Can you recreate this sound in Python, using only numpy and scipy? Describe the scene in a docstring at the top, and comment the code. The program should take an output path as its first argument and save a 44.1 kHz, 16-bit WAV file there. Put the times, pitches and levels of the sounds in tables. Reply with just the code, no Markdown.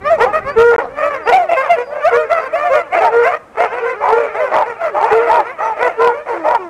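"""An open dirt yard, heard from the fence, where a pack of dogs barks and yelps all at once. Each bark is a
pitch that rises and falls, clean or hoarse, ringing through three throat resonances. A few dogs whine, and
further off more dogs bark and groan low. Walls throw back a short echo over a soft outdoor hush, and the
microphone rumbles as it is moved. The loudest barks overload the recorder, and the sound drops out once for an
instant."""
import sys
import numpy as np
from scipy import signal
from scipy.fft import rfft, irfft, next_fast_len
from scipy.io import wavfile
from scipy.ndimage import uniform_filter1d

SR = 44100
rng = np.random.default_rng(int(sys.argv[2]) if len(sys.argv) > 2 else 0)


def wrap_up_sound(samples):
    """Save the sound to the file named by the first command line argument, as 16-bit audio."""
    columns = np.atleast_2d(samples).T
    # keep every value between -1 and 1, then stretch to whole-number steps
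    tamed = np.clip(columns, -1, 1)
    steps = np.round(tamed * 32767).astype(np.int16)
    wavfile.write(sys.argv[1], SR, steps)


N = 295334
TIME = np.arange(N) / SR

# Barks by the fence: (start [s], length [s], rise [s], middle pitch [Hz],
# glide from start to end [semitones], level [dB], hoarseness [0-1], voice [name])
NEAR_BARKS = [(.03, 0.1, 0.049, 606.5, 3.5, -13.5, 0.15, "yelp"),
              (.095, 0.093, 0.021, 645, -6, -7, 0.14, "yap"),
              (.167, .14, 0.034, 498.6, 3, -14, .55, "ruff"), (.187, .09, 0.038, 478, 4, -7.5, .25, "bark"),
              (.244, 0.095, 0.025, 417, 2, -19, 0.05, "woof"),
              (.325, 0.092, .012, 631.6, 0.5, -13, 0.34, "yelp"),
              (.435, 0.099, 0.05, 560, 3.5, -17, 0.2, "yelp"),
              (.554, 0.28, 0.027, 474.3, 0, -6.5, 0.06, "howl"),
              (.58, 0.078, 0.012, 637, 0.5, -17, 0.15, "yelp"),
              (.704, .14, 0.027, 489.6, 2.5, -16, 0.73, "bark"),
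              (.785, 0.1, .012, 261, -8, -22.5, 0.54, "ruff"),
              (.945, 0.16, 0.051, 623, 2.5, -16.5, 0.47, "yelp"),
              (.99, 0.13, .1, 581.5, 2.5, -10.5, 0.13, "yip"),
              (1.09, .11, .03, 557.6, -3, -20, 0.44, "yelp"),
              (1.248, 0.097, 0.057, 483.5, 4.5, -7.5, 0.36, "bark"),
              (1.299, 0.13, 0.017, 768, -3.5, -14, 0.53, "shriek"),
              (1.314, .1, 0.018, 769.4, 2.5, -6, 0.46, "shriek"),
              (1.374, .11, 0.012, 683, -6, -12.5, 0.2, "yap"),
              (1.471, 0.12, 0.048, 678, -3, -7.5, 0.51, "shriek"),
              (1.56, 0.088, 0.017, 535.5, 0, -13, 0.14, "yelp"),
              (1.62, 0.091, .012, 578, -4.5, -19, .6, "yelp"),
              (1.684, 0.097, 0.032, 684, -3.5, -4, 0.09, "shriek"),
              (1.757, .1, 0.035, 492, 0.5, -12.5, 0.31, "yip"),
              (1.84, 0.22, 0.086, 594, 1, -23.5, 0.62, "ruff"),
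              (1.998, 0.086, 0.065, 592.7, 2.5, -13, .05, "yelp"),
              (2.036, .08, 0.04, 690, 5.5, -3, 0.04, "yap"),
              (2.07, 0.092, 0.012, 709.5, -3.5, -16.5, 0.54, "yelp"),
              (2.105, 0.18, 0.036, 476, -2, -8.5, 0.1, "howl"),
              (2.112, .075, .06, 559, 2, -12, 0.28, "yelp"),
              (2.14, .13, 0.041, 621, 0.5, -14.5, .06, "yip"),
              (2.275, .16, 0.046, 669, -1.5, -16.5, 0.64, "yelp"),
              (2.286, 0.074, 0.051, 667, 5, -4, 0.2, "yap"), (2.4, 0.1, 0.021, 525, 0, -22, 0.48, "yelp"),
              (2.516, 0.088, 0.044, 685, 5.5, -8.5, 0.06, "shriek"),
              (2.549, .16, 0.01, 596, 0.5, -18, 0.42, "yelp"),
              (2.613, .13, 0.059, 705, -1.5, -14, 0.1, "yap"),
              (2.688, 0.1, 0.035, 553, 2.5, -10.5, 0.09, "yip"),
              (2.718, .1, 0.035, 601.4, -2, -9.5, 0.07, "yip"),
              (2.725, .12, 0.016, 705.5, -2, -18.5, 0.44, "yelp"),
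              (2.732, 0.099, 0.067, 489, 1.5, -14.5, 0.1, "yip"),
              (2.892, 0.098, 0.087, 395, 7, -16.5, 0.08, "yelp"),
              (2.918, 0.13, 0.017, 693.4, -6, -10.5, 0.56, "shriek"),
              (2.929, 0.18, 0.03, 425.2, 6.5, -16.5, 0.6, "bark"),
              (3.01, .11, .0094, 696, -8.5, -10.5, 0.24, "yap"),
              (3.012, .11, 0.034, 466, -1, -13, 0.06, "woof"),
              (3.084, .11, 0.089, 714, -3, -18, 0.6, "yip"),
              (3.087, 0.23, 0.11, 474.2, 0, -6.5, 0.11, "howl"),
              (3.196, 0.098, 0.073, 484, 9.5, -12.5, 0.33, "yelp"),
              (3.238, 0.094, 0.049, 705.6, 5, -8, .05, "shriek"),
              (3.258, .13, 0.015, 582.6, 4.5, -16, 0.76, "yelp"),
              (3.535, 0.16, 0.084, 472, 2, -14.5, 0.73, "bark"),
              (3.57, 0.1, .06, 705, 3.5, -6.5, 0.04, "shriek"),
              (3.686, .14, 0.058, 497, 6, -19.5, 0.43, "bark"),
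              (3.787, .19, 0.075, 472, 0, -14.5, 0.05, "howl"),
              (3.817, .14, 0.067, 512, 0.5, -20.5, 0.36, "yelp"),
              (3.997, .17, 0.014, 571.5, -2, -21, .42, "yip"),
              (4.001, 0.16, .037, 500.4, 1, -13.5, .92, "woof"),
              (4.072, 0.13, .013, 442.5, 0, -16, 0.03, "ruff"),
              (4.119, 0.18, 0.014, 464, -2, -10.5, 0.02, "howl"),
              (4.142, 0.17, .026, 580, -1, -18, 0.8, "yip"),
              (4.327, .17, 0.12, 625.6, -6.5, -13.5, 0.02, "yap"),
              (4.33, .2, 0.039, 515, 4, -19.5, 0.51, "bark"),
              (4.485, .17, 0.077, 632, -1.5, -15.5, 0, "yap"),
              (4.503, .11, 0.03, 290, 1.5, -15.5, 0.54, "bark"),
              (4.517, 0.14, .023, 478, 1, -11.5, 0.9, "woof"),
              (4.64, 0.12, 0.038, 482, -2, -21, 0.39, "bark"),
              (4.771, .15, 0.09, 652.4, -5, -14.5, 0.02, "yap"),
              (4.8, .12, 0.024, 680, -2.5, -18, 0.71, "yelp"), (4.904, 0.14, .1, 611, 1, -15.5, 0.3, "yap"),
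              (4.935, .22, 0.021, 457.5, -0.5, -13, 0.74, "woof"),
              (4.992, .11, 0.052, 437.4, 7.5, -14, 0.12, "ruff"),
              (5.034, 0.14, 0.096, 485, 0, -18, 0.64, "yelp"),
              (5.109, 0.23, 0.013, 469, 1, -11, 0.17, "howl"),
              (5.141, 0.089, .0075, 685, -3, -16.5, 0.43, "yip"),
              (5.17, .15, 0.091, 672, -2, -17.5, 0.72, "yelp"),
              (5.264, 0.19, .016, 638.6, -4, -18, 0.66, "yip"),
              (5.285, .15, .017, 474, -2, -10, 0.56, "woof"),
              (5.43, 0.12, 0.031, 497.5, 6.5, -25, 0.4, "yelp"),
              (5.55, .17, 0.07, 644, 0, -20.5, 0.71, "yelp"),
              (5.59, .17, 0.025, 455.6, 1, -17, 0.42, "woof"),
              (5.773, .14, .065, 494.2, 1.5, -11.5, 0.44, "bark"),
              (5.75, 0.21, 0.039, 673, 3.5, -20, 0.84, "yip"),
              (5.965, 0.24, 0.051, 476.6, 0.5, -10.5, 0.24, "howl"),
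              (5.975, .16, 0.059, 513, -2.5, -13, .48, "woof"),
              (6.004, 0.11, 0.0064, 621, -4, -18.5, 0.5, "shriek"),
              (6.116, 0.13, .037, 594, 3, -24.5, 0.3, "yip"),
              (6.248, 0.17, 0.032, 519.6, -1, -21.5, 0.85, "bark"),
              (6.251, 0.12, 0.074, 471.4, -3.5, -17.5, 0, "ruff"),
              (6.426, 0.17, 0.048, 482.3, 2, -11, 0.59, "woof"),
              (6.435, .135, 0.024, 617, -3, -14, 0.6, "yap")]
# Low groans of big dogs: (start [s], length [s], middle pitch [Hz], glide [semitones], level [dB])
GROANS = [(0.26, 0.098, 314, -10.5, -33), (0.769, 0.16, 270, -10, -33.5), (0.875, 0.26, 290, 4.5, -36),
          (2.8, 0.15, 289, -10.5, -41), (4.187, 0.11, 326, -8, -42), (4.471, .14, 340, -9, -33.5),
          (4.873, 0.14, 376, -12, -31), (5.34, 0.12, 372.5, -9.5, -28), (6.329, 0.17, 326, -3.5, -27),
          (6.578, .14, 355, -4, -28)]
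# Kinds of voice, by name: (fade [s], pitch arch [semitones], first resonance [Hz],
# second resonance [Hz], its level [dB], third resonance [Hz], its level [dB], high overtones [dB])
VOICES = {"yap": (0.07, 2, 640, 1151, -22, 2099.5, -22.5, -47.5),
          "shriek": (0.08, 2.15, 671, 1100, -25, 2299, -13.5, -45),
          "yip": (0.07, 1.0, 552, 1220, -10, 2198.5, -16.5, -44.5),
          "yelp": (0.0437, 0.73, 640.5, 1238, 0, 2019.5, -7.5, -38),
          "howl": (0.17, 1.36, 410.5, 1399, -13, 2201, -45, -54),
          "bark": (0.055, 5.5, 631, 1200, -8, 1949.5, -14, -44),
          "woof": (0.05, 4, 879, 1051, -17, 1850.5, -23.5, -51.5),
          "ruff": (.055, 1.36, 671.5, 1099, -20, 1849, -27.5, -47),
          "groan": (0.06, 0.33, 378.5, 1101.5, -13.5, 1902.5, -31, -49)}
# Tone of the breathy hiss around the near dogs: (frequency [Hz], level [dB])
HISS_COLOUR = [(150, -18.5), (400, -10), (2000, -27), (3300, 36), (5000, -7.5), (8000, -5), (12000, -4.5),
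               (16000, -11)]
# Thin whines: (start [s], length [s], start pitch [Hz], end pitch [Hz], level [dB])
WHINES = [(0.463, 0.092, 4440, 4750, -41.5), (1.215, 0.089, 4900, 4620, -45),
          (1.796, 0.15, 4980, 4700, -51), (2.35, 0.15, 4750, 4600, -48), (5.59, 0.14, 6150, 5700, -46)]
# Rise and fall of the far dogs, who go almost silent once: (time [s], level [dB])
FAR_LEVELS = [(0, -20), (.68, -21), (.88, -26), (1.3, -18), (1.88, -20), (2.1, -16), (2.85, -25),
              (3.15, -16), (3.34, -21), (3.44, -54), (3.62, -17.5), (4.1, -15.5), (4.9, -23.5), (5.22, -13),
              (5.45, -22), (6.7, -24.5)]
# Microphone rumble, dying down as the hand steadies: (time [s], level [dB])
RUMBLE_LEVELS = [(0, -38.5), (.5, -40.5), (1, -46.5), (1.5, -57), (3.5, -54.5), (6.7, -58.5)]
# Knocks of the hand on the recorder: (time [s], level [dB])
HAND_KNOCKS = [(.44, -34), (0.569, -25), (1.72, -42.5), (2.06, -40), (2.15, -42), (4.69, -48)]
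# Tone of the rumble and knocks: (frequency [Hz], level [dB])
RUMBLE_COLOUR = [(20, -9), (55, -1), (100, 0), (160, -3.5), (260, -3), (500, -34), (2000, -64.5),
                 (16000, -87.5)]
# Tone of the outdoor hush: (frequency [Hz], level [dB])
HUSH_COLOUR = [(30, -20), (200, -4), (500, 1), (1400, -7), (2500, -17.5), (4000, -27), (9000, -30),
               (16000, -46.5)]


def bark(length, rise, fade, pitches_hz, hoarse, mouth, harmonics=24):
    """Vocal folds buzz through a throat; the hoarser the dog, the more unevenly they beat."""
    t = np.arange(int(length * SR)) / SR
    jitter, flutter, pairing, breath = rng.standard_normal((4, SR // 2))[:, :len(t)]
    # the pitch curves through its start, middle and end values, and shakes a little
    pitch = np.polyval(np.polyfit([0, .5, 1], pitches_hz, 2), t / t[-1])
    pitch *= 1 + (.0065 + .02 * hoarse) * waver(jitter, rate_hz=75)
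    phase = 2 * np.pi * np.cumsum(pitch) / SR
    # overtones come and go as the jaw and head move, the high ones most
    shimmer_times = np.linspace(0, .45, 32)
    depth_db = 5 * np.minimum(np.arange(harmonics + 1) / 6, 1)
    shimmer_db = rng.standard_normal((harmonics + 1, len(shimmer_times))) * depth_db[:, None]
    # the folds never close twice alike, which blurs the high overtones
    slip = .005 * waver(rng.standard_normal(SR // 2), rate_hz=160)[:len(t)]
    folds = np.zeros(len(t))
    for k in range(1, harmonics + 1):
        shimmer = from_db(np.interp(t, shimmer_times, shimmer_db[k]))
        folds += np.sqrt(2) * shimmer * np.cos(k * phase + k * k * (.5 + slip))
    # uneven beats roughen each overtone; strong-weak pairs add tones halfway between them
    uneven = from_db(-3) * waver(flutter, rate_hz=170)
    uneven += from_db(-8) * np.sqrt(2) * np.cos(phase / 2) * waver(pairing, rate_hz=19.5)
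    # a puff of air escapes each time the folds open
    rasp = from_db(-6) * breath * (1 + np.cos(phase)) * np.sqrt(SR / (3 * pitches_hz[1]))
    buzz = folds * (np.sqrt(1 - hoarse ** 2) + hoarse * uneven) + hoarse * rasp
    fade_in = np.sin(np.pi / 2 * np.clip(t / rise, 0, 1)) ** 2
    fade_out = np.sin(np.pi / 2 * np.clip((t[-1] - t) / fade, 0, 1)) ** 2
    stretch = rng.uniform(.8, 1.25)  # muzzles vary from dog to dog
    return filtered(buzz * fade_in * fade_out, lambda hz: throat(hz, *mouth, stretch))


def throat(hz, first_hz, second_hz, second_db, third_hz, third_db, overtone_db, stretch=1):
    """How much of each frequency a throat and mouth let out: most at the resonances, where they ring."""
    def peak(centre_hz, half_width_hz, steepness=1.41):
        return (1 + ((hz - centre_hz) / half_width_hz) ** 2 / steepness) ** -steepness
    ringing = peak(first_hz, half_width_hz=225)
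    ringing += from_db(second_db) * peak(second_hz, half_width_hz=290)
    ringing += from_db(third_db) * peak(third_hz, half_width_hz=383)
    low_hz, high_hz = 375, 2920  # a dog gives off little outside this range
    edge_loss = np.sqrt((1 + (low_hz / (hz + 1)) ** 8) * (1 + (hz / high_hz) ** 16))
    muzzle_db = -.5 * np.cos(2 * np.pi * hz / (1980 * stretch))  # evenly spaced upper resonances
    airy_top = peak(4000, half_width_hz=3220) + from_db(-18) * peak(11600, half_width_hz=5100)
    return ringing / edge_loss + from_db(overtone_db + muzzle_db) * airy_top


def dog_call(length, rise, hz, glide, level_db, hoarse, voice):
    """One bark in a named voice, turned up to make up for what the throat holds back."""
    fade, arch, *mouth = VOICES[voice]
    end_semitones = np.array([-glide, glide]) / 2 - arch
    start_hz, end_hz = hz * 2 ** (end_semitones / 12)
    throat_gain = np.linalg.norm(throat(hz * np.arange(1, 7), *mouth))
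    return from_db(level_db) * bark(length, rise, fade, (start_hz, hz, end_hz), hoarse, mouth) / throat_gain


def near_dogs(hiss_db=-44, groan_rise_s=.019):
    """Barks by the fence and low falling groans from dogs further off, with a breathy hiss that follows their
    strength."""
    voices = np.zeros(N)
    for start, *shape in NEAR_BARKS:
        add(voices, start, dog_call(*shape))
    for start, length, hz, glide, level_db in GROANS:
        groan = dog_call(length, groan_rise_s, hz, glide, level_db, hoarse=.088, voice="groan")
        add(voices, start, groan)
    return voices + from_db(hiss_db) * strength_of(voices) * coloured_noise(HISS_COLOUR)


def whines(unsteadiness=.003):
    """Dogs whistle through their noses, each whine a single sliding tone."""
    track = np.zeros(N)
    for start, length, start_hz, end_hz, level_db in WHINES:
        size = int(length * SR)
        wobble = unsteadiness * waver(rng.standard_normal(SR), rate_hz=60)[:size]
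        pitch = np.linspace(start_hz, end_hz, size) * (1 + wobble)
        tone = np.sin(2 * np.pi * np.cumsum(pitch) / SR)
        add(track, start, from_db(level_db) * np.hanning(size) * tone)
    return track


def far_dogs(count=60):
    """Dogs of all sizes further back, barking so often that they blend together."""
    voices = np.zeros(N)
    for k, (when, smallness, duration, jaw, arch) in enumerate(rng.random((count, 5))):
        hz = 290 + 400 * smallness
        pitches_hz = (hz * (.9 - .2 * arch), hz, hz * .72)
        mouth = (450 + 300 * jaw, 1150 + 400 * smallness, -5, 1900 + 600 * jaw, -12, -42)  # see throat
        sound = bark(length=.16 + .099 * duration, rise=.026, fade=.054, pitches_hz=pitches_hz,
                     hoarse=.31, mouth=mouth, harmonics=14)
        add(voices, (k + when - 1) / count * N / SR, sound)
    return level_curve(FAR_LEVELS) * unit_strength(voices)


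def yard_echo(sound, die_away_s=.41, first_echo_s=.013, dull_hz=3500):
    """Walls, kennels and ground throw back scattered, dull echoes."""
    t = np.arange(SR // 2) / SR
    echoes = rng.standard_normal(len(t)) * (rng.random(len(t)) < .03)
    echoes *= from_db(-60 * t / die_away_s) * (t > first_echo_s)
    echoes /= np.sqrt(np.sum(echoes ** 2))
    treble_cut = signal.butter(1, dull_hz, fs=SR, output="sos")
    return signal.sosfilt(treble_cut, signal.fftconvolve(sound, echoes)[:N])


def microphone_rumble(dogs, thud_db=-43, knock_rise_s=.0076, decay_db_per_s=398):
    """A hand rubs and knocks the microphone; a dull thud also comes with each loud bark."""
    gain = level_curve(RUMBLE_LEVELS) + from_db(thud_db) * strength_of(dogs)
    for start, level_db in HAND_KNOCKS:
        age = np.maximum(TIME - start, 0)
        decay_db = decay_db_per_s * np.maximum(age - knock_rise_s, 0)
        gain += np.minimum(age / knock_rise_s, 1) * from_db(level_db - decay_db)
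    return gain * coloured_noise(RUMBLE_COLOUR)


def outdoor_hush(level_db=-44.5):
    """The soft, steady noise of the open air."""
    return from_db(level_db) * coloured_noise(HUSH_COLOUR)


def from_db(db):
    """Turn decibels into a number to multiply by."""
    return 10 ** (np.asarray(db) / 20)


def unit_strength(x):
    """Scale a sound so its average strength (root mean square) is 1."""
    return x / np.sqrt(np.mean(x ** 2) + 1e-20)


def strength_of(x):
    """How strong a sound is from moment to moment, over about 14 ms."""
    return np.sqrt(np.abs(uniform_filter1d(x ** 2, size=600)))


def level_curve(rows):
    """Join (time [s], level [dB]) points into a gain for every sample."""
    return from_db(np.interp(TIME, *np.transpose(rows)))


def filtered(x, gain_at):
    """Turn each frequency up or down by gain_at(hz)."""
    size = next_fast_len(len(x))
    hz = np.arange(size // 2 + 1) * SR / size
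    return irfft(rfft(x, size) * gain_at(hz), size)[:len(x)]


def coloured_noise(colour):
    """Noise of strength 1, shaped by (frequency [Hz], level [dB]) points."""
    hz, db = np.transpose(colour)
    white = rng.standard_normal(N)
    return unit_strength(filtered(white, lambda f: from_db(np.interp(np.log(f + 1), np.log(hz), db))))


def waver(noise, rate_hz):
    """Smooth noise into a random wobble of strength 1, up to about rate_hz."""
    return unit_strength(filtered(noise, lambda f: 1 / (1 + (f / rate_hz) ** 4)))


def add(track, start_s, sound):
    """Mix a sound into the track."""
    at = int(np.clip(start_s * SR, 0, N))
    track[at:at + len(sound)] += sound[:N - at]


def scene(near_db=.72, far_db=-10, echo_db=-20):
    """Mix the dogs, their echo, the rumble and the hush into one channel."""
    dogs = from_db(near_db) * near_dogs() + whines() + from_db(far_db) * far_dogs()
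    hush = outdoor_hush()
    return (dogs + from_db(echo_db) * yard_echo(dogs) + microphone_rumble(dogs) + hush)[None]


def record(dry, limit=1.12, release_db_per_s=150, clip_at=.71, gap_s=(.763, .782), top_hz=15800):
    """Turn loud barks down, clip the peaks left, drop out once briefly and cut the highest treble."""
    over_db = 20 * np.log10(np.maximum(np.abs(dry[0]) / limit, 1))
    # after each peak the volume creeps back up
    held_db = np.maximum.accumulate(over_db + release_db_per_s * TIME) - release_db_per_s * TIME
    smooth_db = signal.lfilter([.01], [1, -.99], held_db)
    clipped = np.clip(dry * from_db(-smooth_db), -clip_at, clip_at)
    in_gap = (TIME > gap_s[0]) & (TIME < gap_s[1])
    gap_gain = 1 - uniform_filter1d(in_gap.astype(float), size=40)
    treble_cut = signal.ellip(10, .1, 80, top_hz, fs=SR, output="sos")
    return signal.sosfilt(treble_cut, clipped * gap_gain)


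dry = scene()
out = record(dry)
wrap_up_sound(out)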